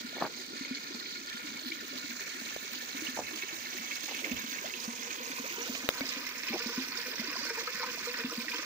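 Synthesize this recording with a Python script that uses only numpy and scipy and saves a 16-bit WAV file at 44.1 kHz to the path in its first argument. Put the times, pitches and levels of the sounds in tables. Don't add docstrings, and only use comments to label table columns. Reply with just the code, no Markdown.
import sys
import numpy as np
from scipy import signal
from scipy.fft import rfft, irfft
from scipy.io import wavfile
from scipy.ndimage import uniform_filter1d, map_coordinates

SR = 44100
rng = np.random.default_rng(int(sys.argv[2]) if len(sys.argv) > 2 else 0)


def pcm_store(signal):
    levels = np.round(np.clip(np.atleast_2d(signal), -1, 1) * 32767)
    wavfile.write(sys.argv[1], SR, levels.astype(np.int16).T)


def magnitude_from_level(level_db):
    exponent = np.asarray(level_db, float) / 20
    return 10 ** exponent


N = 381456


def rms_one(x):
    return x / np.sqrt(np.mean(x ** 2) + 1e-20)


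def at_hz(points, hz, column=1):
    points = np.array(points)
    return np.interp(np.log(np.maximum(hz, 1)), np.log(points[:, 0]), points[:, column])


def drift(rate_hz):
    r = np.exp(-40 * np.pi * rate_hz / SR)
    noise = rng.standard_normal(N // 20 + 2002)
    slow = signal.lfilter([1], [1, -2 * r, r * r], noise)[2000:]
    return np.interp(np.arange(N) / 20, np.arange(len(slow)), rms_one(slow))


def grains(per_s, spread_db):
    sizes = magnitude_from_level(spread_db * np.minimum(rng.exponential(1, N), 4))
    return sizes * (rng.random(N) < per_s / SR)


def colour(x, db_by_hz):
    cepstrum = irfft(db_by_hz * np.log(10) / 20)
    half = len(cepstrum) // 2
    cepstrum[1:half] *= 2
    cepstrum[half + 1:] = 0
    return signal.oaconvolve(x, irfft(np.exp(rfft(cepstrum)))[:half])[:N]


def blend(x, position, tables):
    position = np.clip(position, 0, 2)
    return sum(np.clip(1 - abs(position - p), 0, 1) * colour(x, db) for p, db in enumerate(tables))


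def add(out, start_s, sound):
    at = round(start_s * SR)
    out[..., at:at + sound.shape[-1]] += sound[..., :N - at]


def late_left(x, lag_ms):
    left = map_coordinates(x, [np.arange(N) - lag_ms * SR / 1000], order=3)
    return np.array([left, x])


def bubble(db, hz, t60_s, rise_octaves, swell_cycles):
    t = np.arange(round(t60_s * SR)) / SR
    phase = 2 * np.pi * np.cumsum(hz * 2 ** (rise_octaves * np.minimum(3 * t / t60_s, 1))) / SR
    shape = (1 - np.exp(-t * hz / swell_cycles)) * magnitude_from_level(-60 * t / t60_s)
    return magnitude_from_level(db) * np.sin(phase) * shape / shape.max()


def ring(clicks, hz, t60_s):
    r, w = magnitude_from_level(-60 / (t60_s * SR)), 2 * np.pi * hz / SR
    return signal.lfilter([0, np.sin(w)], [1, -2 * r * np.cos(w), r * r], clicks + 1e-18)


def droplets(low_hz, high_hz, per_s, cycles, count):
    born = grains(per_s * magnitude_from_level(4.7 * drift(11.0)), spread_db=8.5)
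    dealt = rng.integers(0, count, N)
    out = 0
    for k, hz in enumerate(np.linspace(low_hz, high_hz, count)):
        out = out + ring(born * (dealt == k), hz, cycles / hz ** 0.51) * hz ** 0.87
    return rms_one(out)


def slugs(hz):
    s, db, pitch_hz = np.transpose(LOUD_POPS)[:3]
    hits = np.zeros(N)
    nearness = np.exp(-(np.log2(pitch_hz / hz) / .75) ** 2)
    hits[np.round(s * SR).astype(int)] = magnitude_from_level(db + 30) * nearness
    fall = magnitude_from_level(-60 / (0.054 * SR))
    return uniform_filter1d(signal.lfilter([1], [1, -fall], hits), round(0.0017 * SR))


def spray(bubbling_db):
    edges_hz = np.minimum(30 * 2 ** np.arange(0, 9.6, .5), 19000)
    white, out = rng.standard_normal((2, 3, N)), 0
    near, flow = drift(25.0), drift(32.0)
    flow -= uniform_filter1d(flow, round(.15 * SR))
    spit_fall = magnitude_from_level(-60 / (0.0048 * SR))
    spits = signal.lfilter([1], [1, -spit_fall], grains(per_s=70.0, spread_db=3.5))
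    for k, (low, high) in enumerate(zip(edges_hz, edges_hz[1:])):
        near = 0.85 * near + 0.6 * drift(36.0)
        band_pass = signal.butter(2, [low, high], "band", fs=SR, output="sos")
        band = signal.sosfilt(band_pass, white[k % 2])
        spit_share = .33 * min(low / 1000.0, 1) * (2.4 if low > 10500 else 1)
        bursts = 1 + slugs(np.sqrt(low * high)) + spit_share * spits
        swell_db = 0.5 * flow + 1.28 * near + 2.44 * drift(98.0) + 1.44 * drift(2.37)
        out = out + rms_one(band * magnitude_from_level(swell_db) * bursts) * np.sqrt(high - low)
    born_per_s = 1500. * (1 + 2.7 * slugs(1600.))
    out[0] += magnitude_from_level(37 + bubbling_db) * droplets(800., 7000., per_s=born_per_s, cycles=2.2, count=40)
    return out


# frequency in Hz, level in dB per Hz facing away, the same sideways, the same facing the water.
LEFT_SPLASH = [(40, -103, -104, -103), (80, -99, -98, -97), (130, -93, -91, -90), (360, -80, -84, -86),
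               (760, -93, -86, -91), (1150, -88, -82, -82), (2000, -82, -80, -77), (3000, -85, -85, -82),
               (4300, -81, -83, -86), (5300, -86, -90, -88), (6600, -91, -94, -91.6),
               (7600, -102, -104, -103), (9300, -109, -103, -101), (14000, -113, -109, -108),
               (14700, -104, -97, -92), (15500, -103, -97, -91)]
RIGHT_SPLASH = [(40, -95, -94, -93), (80, -90, -89, -88), (130, -91, -89, -90), (360, -81, -84, -86),
                (760, -95, -88, -92), (1150, -89, -84, -83), (2000, -84, -80, -75), (3000, -82, -78, -82),
                (4400, -75, -78.6, -74), (5300, -84, -79, -72), (6600, -82, -75, -80),
                (7600, -90, -86, -87), (9300, -100, -93.5, -96), (13900, -102, -92, -99),
                (14650, -88, -79, -81), (15500, -87, -79, -81)]
# frequency in Hz, width in Hz, lift in dB at opening 0, at 1, at 2.
HOLLOW_MODES = [(250, 37, 9, 14.5, 12.5), (480, 44, -0.5, 2.8, 10), (996, 130, 5.5, 1.1, 7),
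                (1250, 18, 0.5, 0.56, 4), (1410, 130, 11.5, 0.23, -3.5), (1500, 37, 2, 0.71, 9),
                (1762, 140, 8, 5.1, 3.5), (1860, 33, 1.5, 0.5, 2), (2037, 64, 0.5, 0.1, 3),
                (2227, 124, 8.5, 10.5, 4.5), (2450, 60, 7.5, 2.7, 9.5), (2640, 73, -7, 8.8, 4)]
# frequency in Hz, share of power common to both (held to .01-.99).
COMMON_SHARE = [(50, 0.25), (140, 0.098), (250, 0.74), (600, 0.37), (1200, 0.57), (2200, 0.36),
                (5000, 0.13), (9000, 0.0047)]


def splash(pose, lag_ms, opening):
    gain_db = 1.5
    common, *own = spray(bubbling_db=2 * pose)
    hz = np.linspace(0, SR / 2, 4097)
    share = np.clip(at_hz(COMMON_SHARE, hz), .01, .99)
    flat = late_left(colour(common, 10 * np.log10(share)), lag_ms)
    flat += [colour(x, 10 * np.log10(1 - share)) for x in own]
    lifts_db = [sum(row[2 + p] / (1 + (2 * (hz - row[0]) / row[1]) ** 2) for row in HOLLOW_MODES)
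                for p in range(3)]
    out = []
    for x, table in zip(flat, (LEFT_SPLASH, RIGHT_SPLASH)):
        hollowed = blend(x, opening, lifts_db)
        out.append(blend(hollowed, pose, [at_hz(table, hz, column=1 + p) for p in range(3)]))
    return magnitude_from_level(gain_db) * np.array(out)


# time in seconds, rms in dB before the low mix.
GURGLE_LEVEL = [(0, -53.5), (.55, -58.5), (1.0, -80), (1.9, -58), (2.75, -63.5), (3.9, -63), (4.25, -56),
                (5.0, -82), (6, -50.5), (6.4, -64), (7.1, -55.5), (7.6, -58), (8.65, -62)]


def gurgle():
    level_db = np.interp(np.arange(N) / SR, *np.transpose(GURGLE_LEVEL))
    return magnitude_from_level(level_db) * droplets(283.0, 680.0, per_s=410.0, cycles=1.0, count=14)


# start in seconds, peak in dB before the low mix, pitch in Hz.
LOUD_GULPS = [(0.044, -37, 242), (0.609, -33, 258), (0.709, -29, 248.6), (0.946, -37.5, 239),
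              (1.443, -38, 285), (1.657, -36.5, 250), (1.955, -39.5, 260), (2.041, -38.5, 270),
              (2.946, -36.5, 265), (3.02, -33.5, 305), (3.084, -35.5, 248), (4.314, -28, 242),
              (4.439, -39, 252), (4.877, -32, 231), (5.3, -39, 264), (5.396, -35, 250), (5.694, -33, 242),
              (5.842, -35, 260), (6.011, -30.5, 259.5), (6.166, -37.5, 265), (6.504, -33.5, 230),
              (6.66, -32, 231), (6.777, -27, 246), (7.195, -32.5, 228), (7.281, -36.5, 282),
              (8.244, -28, 242.5), (8.378, -32, 227)]


def gulps():
    t60_at_250hz_s, t60_fall_power, shortest_s = 0.087, 3.1, 0.078
    out = np.zeros(N)
    for s, db, hz in LOUD_GULPS:
        t60_s = max(t60_at_250hz_s * (250 / hz) ** t60_fall_power, shortest_s)
        add(out, s, bubble(db, hz, t60_s, rise_octaves=0.098, swell_cycles=0.65))
        later, apart = rng.random(2)
        second = bubble(db - 15.5, hz * (.92 + 0.232 * apart), 1.2 * t60_s, rise_octaves=0.12, swell_cycles=2.8)
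        add(out, s + .02 + 0.0305 * later, second)
    for when, size, pitch, length in rng.random((420, 4)):
        db, hz, t60_s = -53 + 13 * size ** 4.0, 222 + 140 * pitch ** 1.8, 0.038 + 0.12 * length ** 2
        add(out, when * N / SR, bubble(db, hz, t60_s, rise_octaves=0.25 * pitch, swell_cycles=0.93))
    return out


# start in seconds, rms in dB before shaping, length in seconds before the tail, bottom Hz, top Hz.
SOLE_SCUFFS = [(0.141, -46.5, 0.045, 250, 1020), (0.19, -31.5, 0.061, 158, 1190),
               (3.097, -62, 0.17, 30, 151), (3.159, -35, 0.047, 294, 910), (4.063, -47, 0.062, 300, 1060),
               (4.206, -48.5, 0.13, 252, 634), (4.303, -54, 0.073, 30.4, 150),
               (6.515, -38, 0.044, 272, 930)]


def crunch_shape(length_s):
    rise_share, tail_s = 0.39, 0.093
    t = np.arange(round((length_s + tail_s) * SR)) / SR
    rise = np.minimum(t / (rise_share * length_s), 1) ** 2
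    return rise * magnitude_from_level(-60 * np.maximum(t - length_s, 0) / tail_s)


def scuffs():
    out = np.zeros((2, N))
    stones = uniform_filter1d(grains(per_s=320.0, spread_db=3.5), round(0.0022 * SR))
    grit = rng.standard_normal((3, N)) * (0.41 + stones * 30)
    grit = grit[0] + .5 * grit[1:]
    for s, db, length_s, low_hz, top_hz in SOLE_SCUFFS:
        at, shape = round(s * SR), crunch_shape(length_s)
        dull = signal.butter(3, [low_hz, top_hz], "band", fs=SR, output="sos")
        crunch = rms_one(signal.sosfilt(dull, grit[:, at:at + len(shape)]))
        side_gain = magnitude_from_level([[-6.0], [3.0]] if top_hz < 200 else 0)
        add(out, s, magnitude_from_level(db) * crunch * shape * side_gain)
    return out


# time in seconds, cluster level in dB, pitch in Hz, left minus right in dB.
LOUD_POPS = [(0.65, -29, 2180, 6), (0.749, -26, 4330, 0), (1.06, -34.5, 2300, 3), (1.7198, -22, 2260, 5),
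             (1.894, -39, 2270, 2), (2.105, -30.5, 2200, 0), (2.21, -34, 1780, 9), (3.069, -26, 2830, -24),
             (3.424, -28.5, 2540, -17), (3.913, -28, 2070, -4), (4.145, -29, 2140, -10),
             (4.244, -23, 2130, -5), (4.317, -28.5, 2590, -13), (4.586, -28, 2150, -14),
             (4.739, -25.5, 2640, -6.0), (5.107, -28, 2450, -10), (5.385, -33, 1040, 4),
             (5.622, -27, 5700, -8), (5.75, -27.5, 2370, -26), (6.057, -28, 5030, -20),
             (6.091, -22.5, 5130, -7), (6.484, -24.5, 2480, 4), (6.531, -24, 2290, -2.5),
             (6.975, -23, 5070, -28), (7.364, -30.5, 1040, 0), (7.498, -32, 1860, -2.0),
             (7.675, -25.5, 1250, 11), (7.753, -30, 1860, -4.5), (7.831, -26.5, 920, 2),
             (8.142, -25, 1860, 3), (8.196, -26.5, 1750, 4), (8.408, -26.5, 2380, -8),
             (8.483, -23.5, 1860, -3), (8.518, -23, 2350, 0)]


def pops(lag_ms):
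    left, right = np.zeros((2, N))
    scatter = rng.uniform(-0.1814, 1, (len(LOUD_POPS), 4, 2))
    for (s, db, hz, pan_db), cluster in zip(LOUD_POPS, scatter):
        sound = np.zeros(round(.08 * SR))
        add(sound, 0, bubble(db - 6, hz, 2.6 / hz ** .6, rise_octaves=.05, swell_cycles=3))
        for apart, later in cluster:
            near_hz = hz * 2 ** (.6 * apart)
            near = bubble(db - 15.5, near_hz, 1.3 / near_hz ** 0.62, rise_octaves=0.042, swell_cycles=2.3)
            add(sound, 0.019 * later ** 2, near)
        add(left, s - .0015, sound * 2 / (1 + magnitude_from_level(-pan_db)))
        add(right, s - .0015, sound * 2 / (1 + magnitude_from_level(pan_db)))
    return np.array([late_left(left, lag_ms)[0], right])


# start in seconds, level in dB, added left minus right in dB, tilt in dB per two octaves from 500 Hz.
DRY_SNAPS = [(2.563, -13.5, -2, -33), (5.8895, -10.5, 9.5, -1.7), (6.008, -20, 8, -4.5)]
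# frequency in Hz, left gain in dB, right gain in dB, t60 in seconds.
TWIG_MODES = [(590, 3.5, 1, 0.0069), (1370, -26, 9, 0.0051), (2090, 18.5, -32, 0.001),
              (3830, -21, 8, 0.0067), (6300, -7.5, -2, 0.0034), (9800, -29, -9, 0.0022),
              (15000, -27, 9, 0.0033)]


def snaps():
    out = np.zeros((2, N))
    t = np.arange(round(.03 * SR)) / SR
    for s, db, pan_db, tilt_db in DRY_SNAPS:
        for k, (hz, left_db, right_db, t60_s) in enumerate(TWIG_MODES):
            level_db = db + tilt_db * np.log2(hz / 500) / 2 - 60 * t / t60_s
            mode = (-1) ** k * magnitude_from_level(level_db) * np.sin(2 * np.pi * hz * t)
            mode *= 1 - np.exp(-t * hz / 0.58)
            add(out[0], s + 0.00037, mode * magnitude_from_level(left_db + pan_db / 2))
            add(out[1], s, mode * magnitude_from_level(right_db - pan_db / 2))
    return out


# start in seconds, peak in dB before the low mix, pitch in Hz, t60 in seconds, rise in octaves.
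SLIDING_BLOOPS = [(4.642, -35, 564, 0.074, 0.55), (5.44, -37, 420, 0.066, 0.76),
                  (5.58, -37.5, 392, 0.032, 0.088), (6.538, -30, 332, 0.074, 0.14),
                  (6.691, -39, 460, 0.11, 0.05), (8.07, -36, 480, 0.22, 0.057)]


def bloops():
    out = np.zeros(N)
    for s, db, hz, t60_s, rise_octaves in SLIDING_BLOOPS:
        add(out, s, bubble(db, hz, t60_s, rise_octaves, swell_cycles=1.4))
    return out


def ring_moving(drive, hz, t60_s):
    turn, r = np.exp(2j * np.pi * np.cumsum(hz) / SR), magnitude_from_level(-60 / (t60_s * SR))
    return np.imag(signal.lfilter([1 - r], [1, -2 * r, r * r], drive / turn + 1e-18) * turn)


# time in seconds, mean drive in dB into the resonances.
HEAVY_SLAPS = [(5.38, -47), (5.44, -41), (5.581, -40), (6.167, -45), (6.595, -31.5), (6.727, -44),
               (6.77, -36), (6.92, -38), (7.328, -34), (7.477, -44), (7.498, -30.5), (7.574, -35),
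               (7.671, -33), (7.69, -57), (7.796, -31), (7.831, -35), (7.865, -41), (7.923, -48),
               (7.97, -48), (8.318, -44), (8.371, -48), (8.533, -32.5)]


def slaps(opening):
    swell_s, rush_t60_s, ring_at_1khz_s = 0.012, 0.049, 0.027
    wander_share, wander_hz = 0.03, 7.3
    small = grains(per_s=70.0, spread_db=2.3) * magnitude_from_level(-51 + 8 * (opening - 2))
    times_s, heavy_db = np.transpose(HEAVY_SLAPS)
    at, out = np.round(times_s * SR).astype(int), 0
    luck = rng.standard_normal((len(HEAVY_SLAPS), len(HOLLOW_MODES)))
    for k, (hz, _, _, _, lift_db) in enumerate(HOLLOW_MODES[1:]):
        reached = rng.random(N) < .6
        hits = small * magnitude_from_level(1.9 * rng.standard_normal(N)) * reached
        hits[at] = magnitude_from_level(heavy_db + 3.6 * luck[:, k])
        rush = signal.lfilter([1], [1, -magnitude_from_level(-60 / (rush_t60_s * SR))], hits + 1e-18)
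        rush = uniform_filter1d(rush, round(swell_s * SR)) * rng.standard_normal(N)
        moving_hz = hz * (1 + wander_share * drift(wander_hz))
        gain_db = 0.86 * min(lift_db, 9.0) - 26.0 - (4.0 if hz < 600 else 0)
        out = out + magnitude_from_level(gain_db) * ring_moving(rush, moving_hz, ring_at_1khz_s * (1000 / hz) ** 0.81)
    return out


# time in seconds, pose (0 away, 1 sideways, 2 facing the water),
# lag of the left microphone in ms, opening of the hollow to the listener (its splash lifts stop growing at 2).
MICROPHONE_TURN = [(0, 0.032, 0.41, 0.025), (1.3, 0.0073, 0.42, 0.033), (2.2, 0.53, 0.46, 0.56),
                   (3.2, 0.75, 0.4, 0.71), (4.2, 0.98, 0.35, 1.06), (4.7, 1.1, 0.34, 1.5),
                   (5.2, 1, 0.33, 2.66), (5.8, 1.1, 0.13, 2.74), (6.2, 1.74, 0.085, 2.5),
                   (7.0, 1.9, 0.061, 2.6), (8.65, 1.78, 0.069, 2.6)]


def scene():
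    s, *columns = np.transpose(MICROPHONE_TURN)
    pose, lag_ms, opening = (np.interp(np.arange(N) / SR, s, c) for c in columns)
    low = gurgle() + gulps() + bloops() + slaps(opening)
    low = signal.sosfilt(signal.butter(2, 110., "high", fs=SR, output="sos"), low)
    low = late_left(low, lag_ms) * magnitude_from_level([[.4], [-.4]])
    return splash(pose, lag_ms, opening) + low + scuffs() + pops(lag_ms) + snaps()


def roll_off(x):
    return signal.sosfilt(signal.butter(12, 16830, fs=SR, output="sos"), x)


def record(dry):
    mix = signal.sosfilt(signal.ellip(10, .3, 50, 15550, fs=SR, output="sos"), dry)
    return roll_off(mix)


dry = scene()
out = record(dry)
pcm_store(out)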